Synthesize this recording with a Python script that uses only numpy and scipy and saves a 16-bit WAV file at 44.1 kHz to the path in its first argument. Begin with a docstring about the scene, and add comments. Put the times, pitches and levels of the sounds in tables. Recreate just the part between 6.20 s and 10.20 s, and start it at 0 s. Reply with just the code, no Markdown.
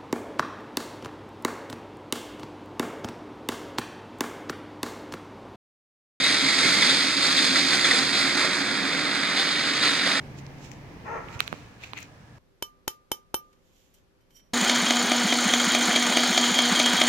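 """A tractor pulls a manure spreader across a meadow, far from a hand-held stereo microphone.
From the start the beaters shred the load in a fast pulsing rasp that surges at each clump; the rotor's
drone throbs once a turn, its drive whines, the diesel hums and the trees echo it all.
From 0.4 s to 2.3 s clods knock on the body and hard lumps clank on the blades.
Then the engine softens, and the rasp, now duller, runs on with a few more clumps."""
import sys
import numpy as np
from scipy import signal
from scipy.fft import rfft, irfft
from scipy.io import wavfile

SR = 44100
rng = np.random.default_rng(int(sys.argv[2]) if len(sys.argv) > 2 else 0)


def file_out(sig):
    """Save sig as 16-bit WAV at sys.argv[1]."""
    # one column per channel
    cols = np.atleast_2d(sig).T
    # limit, then scale
    lim = np.clip(cols, -1, 1)
    pcm = np.round(lim * 32767).astype(np.int16)
    wavfile.write(sys.argv[1], SR, pcm)


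N = 176400

ROTOR_HZ, ROTOR_PEAK_S, BLADES = 8.315, 0.128, 6
BLADE_DEPTH, THROB_DEPTH = 0.11, 0.64
TICKS_PER_S, TICK_SPREAD_DB, HISS_DB = 4200, 1.5, 1
# Steady feed to the beaters. Each row: time in seconds, level in dB, treble gain in dB.
FEED = [(0, -25, 1.5), (.9, -24.5, 1.5), (1.3, -24, 2), (1.85, -25, 0), (2.3, -22.5, -4), (2.6, -23, -5),
        (3.05, -23, -5), (3.35, -23.5, -3), (4, -22, -4.5)]
TREBLE_HZ = 2740
# Shredding spectrum. Each row: frequency in Hz, gain in dB.
SHRED_SPECTRUM = [(500, -8), (900, -12), (1350, -3), (2000, -0.5), (2550, -5.5), (2920, -9), (3300, -2),
                  (3900, -0.5), (4700, -1.5), (5700, -12.5), (6600, -14.5), (7600, -16), (9400, -21),
                  (10500, -34.5), (13500, -50.5)]
# Clumps caught. Each row: start in seconds, hold in seconds, level in dB, scrape level in dB.
CLUMPS = [(0.028, 0.092, -26, -32.5), (0.252, 0.041, -26.5, -47), (.374, 0.16, -23.5, -34),
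          (0.602, 0.14, -26, -32), (1.018, .045, -26, -29.5), (1.164, 0.075, -26, -30),
          (1.349, 0.036, -27, -32), (1.498, 0.049, -24, -44), (1.638, 0.14, -23, -34),
          (1.927, 0.1, -25, -28), (2.166, 0.067, -23, -36), (3.157, 0.05, -25.5, -25),
          (3.618, 0.058, -22, -23), (3.855, 0.034, -23, -36), (3.93, 0.045, -28, -49)]
CLUMP_ATTACK_S, CLUMP_DECAY_S = 0.009, 0.068
SCRAPE_HZ, SCRAPE_WIDTH_HZ = 4140, 1230
# Clump colour on top of the shredding spectrum. Each row: frequency in Hz, gain in dB.
CLUMP_EQ = [(500, 3), (1400, 2.5), (2500, 1.5), (4000, 0), (9000, 4)]
# Narrow cut or boost in the rasp. Each row: time in seconds, gain in dB.
RASP_BAND_GAIN = [(0, -1.5), (1.8, -3), (2.45, -6), (2.9, -1), (3.4, 4.5), (4, 3.5)]
RASP_BAND_HZ, RASP_BAND_WIDTH_HZ = 2940, 260
# Low and high housing resonances. Each row: time in seconds, frequency in Hz, relative level in dB.
LOW_RING = [(0, 2043, -6), (.6, 2062, -8.5), (1.1, 2029, -11), (1.7, 1970, -9.5), (2.35, 2154, -12),
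            (4, 1880, -10.5)]
HIGH_RING = [(0, 3875, -7), (1.05, 3650, -29), (1.3, 3560, -14), (2.4, 3600, -20), (3, 3733, -7),
             (4, 3720, -9.5)]
RING_WIDTH_HZ, RATTLE_DB, RATTLE_HZ = 340, 1.4, 25

# Firing strength. Each entry: one cylinder's relative level in dB.
CYLINDERS_DB = [6.5, 3.5, -5, 2.5]
FIRING_HZ, FIRING_SPREAD_DB, ENGINE_DRIFT, ENGINE_DB = 66.37, 2, 0.0038, -43
# Exhaust response. Each row: frequency in Hz, gain in dB.
EXHAUST_SPECTRUM = [(40, -32), (66, -8), (100, -27), (135, -2), (200, -1), (270, -1.5), (450, -8.5),
                    (570, 0.5), (900, -34), (2000, -52)]
# Engine softening. Each row: time in seconds, gain in dB.
ENGINE_FADE = [(2.2, 0), (3, -7.5)]

# Spreader body resonances. Each row: frequency in Hz, width in Hz, relative level in dB.
BODY_MODES = [(278, 24, -2), (296.5, 24, 0)]
# Running gear rumble. Each row: frequency in Hz, gain in dB.
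RUMBLE_SPECTRUM = [(25, -42), (55, -21), (90, -14), (130, -3), (200, 4), (300, 3.5), (350, -4), (550, -14),
                   (900, -12.5), (2000, -51)]
# Swell of body ring and rumble. Each row: time in seconds, gain in dB.
SHAKE_GAIN = [(0, 1), (.6, 2.5), (.95, -2.5), (1.25, 2), (1.75, -0.5), (2.1, -0.5), (2.8, -0.5), (4, -0.5)]
# Rotor drone. Each row: time in seconds, frequency in Hz, level in dB.
DRONE = [(0, 269, -40.5), (.45, 269, -35.5), (.72, 267, -36.5), (.88, 270, -40.5), (1.1, 268.4, -42),
         (1.28, 263.5, -35.5), (1.9, 270, -40.5), (2.65, 273, -38.5), (3.3, 281.5, -43.5),
         (3.9, 275.2, -38)]
# Drive whine. Each row: time in seconds, frequency in Hz, level in dB re WHINE_DB.
WHINE = [(0, 351.7, -0.5), (.9, 356, -6), (1.55, 358, 5), (1.9, 359, -0.5), (2.2, 360, 4), (2.8, 363.4, -5),
         (4, 358, -14)]
BODY_DB, RUMBLE_DB, WHINE_DB, BREEZE_DB = -41, -38, -44.5, -56
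# Air on a microphone port. Each row: frequency in Hz, gain in dB.
BREEZE_SPECTRUM = [(15, -6), (35, -6), (70, 0), (130, 16), (300, -18), (1000, -40)]
# Scatter from the trees. Each row: frequency in Hz, level in dB re direct sound.
ECHO_SPECTRUM = [(300, -20.5), (800, -4.5), (2000, -13), (4500, -8.5), (7000, -3), (11000, -3)]
ECHO_T60_S, ECHO_FADE_HZ = 0.51, 5

# Clods on the body. Each row: start in seconds, level in dB.
KNOCKS = [(.445, -29), (1.722, -28), (2.24, -28.5)]
KNOCK_ATTACK_S, KNOCK_DECAY_S = 0.0083, 0.015
# Knock spectrum. Each row: frequency in Hz, gain in dB.
KNOCK_SPECTRUM = [(300, -1), (420, 0), (750, -11), (1200, -22), (3000, -50)]
# Lumps on the blades. Each row: start in seconds, smack in dB, low clank in dB, high clank in dB.
LUMPS = [(0.621, -19, -16, -15), (.692, -22, -37, -18), (1.176, -24, -40, -19), (1.357, -20, -22, -27),
         (1.644, -21, -25, -26), (1.71, -19, -19, -21)]
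LUMP_ATTACK_S, SMACK_DECAY_S, CLANK_DECAY_S = 0.002, 0.015, 0.012
CLANK_HZ, CLANK_WIDTH_HZ = (1950, 3530), (300, 270)

# Microphone port responses. Each row: frequency in Hz, left gain in dB, right gain in dB.
PORT_EQ = [(500, -2, 1), (1300, -3, 2), (2000, -3, 0), (2350, -4, 5), (2950, 0, -3), (3500, 2, -3),
           (4100, -1, 1), (4850, -8, 4), (5600, 0, -1), (6200, 3, -5), (7500, 0, 1), (8250, -10, 2),
           (8900, 0, 4), (9600, 0, 1), (10150, -3, -18), (10800, 6, 8)]
# Phase between the ports. Each row: frequency in Hz, left lead in radians.
PORT_PHASE = [(0, 0.5), (2410, 0.35), (2840, 0.2), (3190, -1), (4570, -1.45), (5000, 0), (6370, -6.5),
              (7670, -7.5), (8610, -12), (10300, -11), (12900, -21)]
EDGE_FADE_S, LOWPASS_HZ = 0.002, 14000


def undb(db):
    """Decibels to gain."""
    return 10 ** (np.asarray(db) / 20)


def unit(x):
    """Scale to rms 1."""
    return x / np.sqrt(np.mean(x ** 2))


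def curve(table, column=1):
    """One column of a time table at every sample."""
    table = np.array(table, float)
    return np.interp(np.arange(N) / SR, table[:, 0], table[:, column])


def bins_hz():
    """Bin frequencies, floored at 1 Hz."""
    return np.maximum(np.arange(N // 2 + 1) * SR / N, 1)


def colour(x, table, column=1):
    """Filter by (Hz, dB) points."""
    table = np.array(table, float)
    gain_db = np.interp(np.log(bins_hz()), np.log(table[:, 0]), table[:, column])
    return irfft(rfft(x) * undb(gain_db), N)


def highpass(x, hz, order=2):
    """Zero-phase high-pass."""
    return irfft(rfft(x) / np.sqrt(1 + (hz / bins_hz()) ** (2 * order)), N)


def band(x, hz, width_hz):
    """One resonance, gain 1 at its centre."""
    return irfft(rfft(x) / (1 + (2 * (bins_hz() - hz) / width_hz) ** 2), N)


def noise():
    """White noise."""
    return rng.standard_normal(N)


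def drift(rate_hz):
    """Smooth random drift, rms 1."""
    return unit(irfft(rfft(noise()) * np.exp(-(bins_hz() / rate_hz) ** 2), N))


def cycles(hz):
    """Cycles completed at every sample."""
    return np.cumsum(hz) / SR


def swell(start_s, attack_s, decay_s, hold_s=0):
    """Linear rise, hold, exponential fall."""
    age_s = np.arange(N) / SR - start_s
    return np.clip(age_s / attack_s, 0, 1) * np.exp(-np.maximum(age_s - attack_s - hold_s, 0) / decay_s)


def rotor_rad():
    """Angle of the beater rotor."""
    return 2 * np.pi * ROTOR_HZ * (np.arange(N) / SR - ROTOR_PEAK_S)


def tearing():
    """Dense ticks of torn straw and dung over a fine hiss."""
    hits = rng.random(N) < TICKS_PER_S / SR
    ticks = hits * noise() * undb(TICK_SPREAD_DB * np.clip(noise(), -2, 2))
    return unit(unit(ticks) + undb(HISS_DB) * noise())


def housing_ring(table):
    """A gliding housing resonance, rattled unevenly."""
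    in_phase, quadrature = (unit(band(noise(), 0, RING_WIDTH_HZ)) for _ in range(2))
    phase = 2 * np.pi * cycles(curve(table))
    rattle = unit(undb(RATTLE_DB * drift(RATTLE_HZ)))
    return (in_phase * np.cos(phase) + quadrature * np.sin(phase)) * rattle * undb(curve(table, 2))


def beaters():
    """Blades tear the load and rattle the housing; clumps swell the rasp and add a bright scrape."""
    feed = undb(curve(FEED))
    surge = scrape_gain = 0
    for start_s, hold_s, level_db, scrape_db in CLUMPS:
        envelope = swell(start_s, CLUMP_ATTACK_S, CLUMP_DECAY_S, hold_s)
        surge = np.hypot(surge, undb(level_db) * envelope)
        scrape_gain += undb(scrape_db) * envelope
    steady = unit(colour(tearing(), SHRED_SPECTRUM)) * feed
    clumps = unit(colour(colour(tearing(), SHRED_SPECTRUM), CLUMP_EQ)) * surge
    scrape = unit(band(tearing(), SCRAPE_HZ, SCRAPE_WIDTH_HZ)) * scrape_gain
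    housing = (housing_ring(LOW_RING) + housing_ring(HIGH_RING)) * np.hypot(feed, surge)
    blade_pulse = 1 + BLADE_DEPTH * np.cos(BLADES * rotor_rad())
    flicker = undb(0.47 * drift(rate_hz=42))
    rasp = highpass((steady + clumps + scrape + housing) * blade_pulse * flicker, hz=315)
    rasp += band(rasp, RASP_BAND_HZ, RASP_BAND_WIDTH_HZ) * (undb(curve(RASP_BAND_GAIN)) - 1)
    return rasp + highpass(rasp, TREBLE_HZ, order=4) * (undb(curve(FEED, 2)) - 1)


def engine():
    """Four uneven diesel cylinders puff through the exhaust."""
    firing_count = cycles(FIRING_HZ * (1 + ENGINE_DRIFT * drift(rate_hz=1.08)))
    firings = np.flatnonzero(np.diff(np.floor(firing_count)))
    spread_db = FIRING_SPREAD_DB * noise()[:len(firings)]
    pulses = np.zeros(N)
    pulses[firings] = undb(np.resize(CYLINDERS_DB, len(firings)) - spread_db)
    exhaust = highpass(colour(pulses, EXHAUST_SPECTRUM), hz=40)
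    return unit(exhaust) * undb(ENGINE_DB + curve(ENGINE_FADE))


def machine_tone(table, wander_hz, flutter_db):
    """A wavering sine along (s, Hz, dB) points."""
    wave = np.sin(2 * np.pi * cycles(curve(table) + wander_hz * drift(rate_hz=8.1)))
    return unit(wave * undb(flutter_db * drift(rate_hz=23))) * undb(curve(table, 2))


def spreader():
    """The shaken body rings, the gear rumbles, the drive whines, the rotor throbs once a turn."""
    ring = sum(undb(db) * unit(band(noise(), hz, width_hz)) for hz, width_hz, db in BODY_MODES)
    rumble = unit(colour(noise(), RUMBLE_SPECTRUM)) * undb(RUMBLE_DB + 0.63 * drift(rate_hz=5.6))
    whine = machine_tone(WHINE, wander_hz=1.2, flutter_db=1) * undb(WHINE_DB)
    throb = unit(1 + THROB_DEPTH * np.cos(rotor_rad()))
    drone = machine_tone(DRONE, wander_hz=1.48, flutter_db=1.4) * throb
    return (unit(ring) * undb(BODY_DB) + rumble) * undb(curve(SHAKE_GAIN)) + drone + whine


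def breeze():
    """Light air moving over one port."""
    return unit(colour(noise(), BREEZE_SPECTRUM)) * undb(BREEZE_DB)


def tree_echoes(x, paths=4):
    """Short diffuse echoes, fading in and out as the air moves."""
    echoes = 0
    for _ in range(paths):
        tail = noise() * np.exp(-np.log(1000) * np.arange(N) / SR / ECHO_T60_S)
        fading = np.cos(2 * np.pi * (cycles(ECHO_FADE_HZ * drift(rate_hz=0.97)) + rng.random()))
        echoes += fading * irfft(rfft(x) * rfft(tail / np.linalg.norm(tail)), N)
    return colour(echoes * np.sqrt(2 / paths), ECHO_SPECTRUM)


def clods():
    """Heavy clods knock on the body."""
    knocks = sum(undb(db) * swell(start_s, KNOCK_ATTACK_S, KNOCK_DECAY_S) for start_s, db in KNOCKS)
    return unit(highpass(colour(noise(), KNOCK_SPECTRUM), hz=250)) * knocks


def lumps():
    """Hard lumps smack the blades and ring two resonances."""
    smacks = sum(undb(db) * swell(start_s, LUMP_ATTACK_S, SMACK_DECAY_S) for start_s, db, *_ in LUMPS)
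    impacts = unit(colour(noise(), SHRED_SPECTRUM)) * smacks
    for mode, (hz, width_hz) in enumerate(zip(CLANK_HZ, CLANK_WIDTH_HZ)):
        blows = sum(undb(clank_db[mode]) * swell(start_s, LUMP_ATTACK_S, CLANK_DECAY_S)
                    for start_s, _, *clank_db in LUMPS)
        impacts += unit(band(noise(), hz, width_hz)) * blows
    return highpass(impacts, hz=400)


def scene():
    """The rig is slightly to the right, so its sound reaches the left port later."""
    rig = beaters() + lumps() + clods() + engine() + spreader()
    lead_rad = np.interp(bins_hz(), *np.array(PORT_PHASE).T)
    left = irfft(rfft(rig) * np.exp(1j * lead_rad), N)
    return np.array([direct + tree_echoes(rig) + breeze() for direct in (left, rig)])


def record(dry):
    """Colour each port, fade the ends, low-pass."""
    heard = np.array([colour(dry[0], PORT_EQ, column=1), colour(dry[1], PORT_EQ, column=2)])
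    edge_s = np.minimum(np.arange(N), np.arange(N)[::-1]) / SR
    heard *= np.clip(edge_s / EDGE_FADE_S, 0, 1)
    return signal.sosfilt(signal.ellip(8, 0.2, 70, LOWPASS_HZ, fs=SR, output="sos"), heard)


dry = scene()
out = record(dry)
file_out(out)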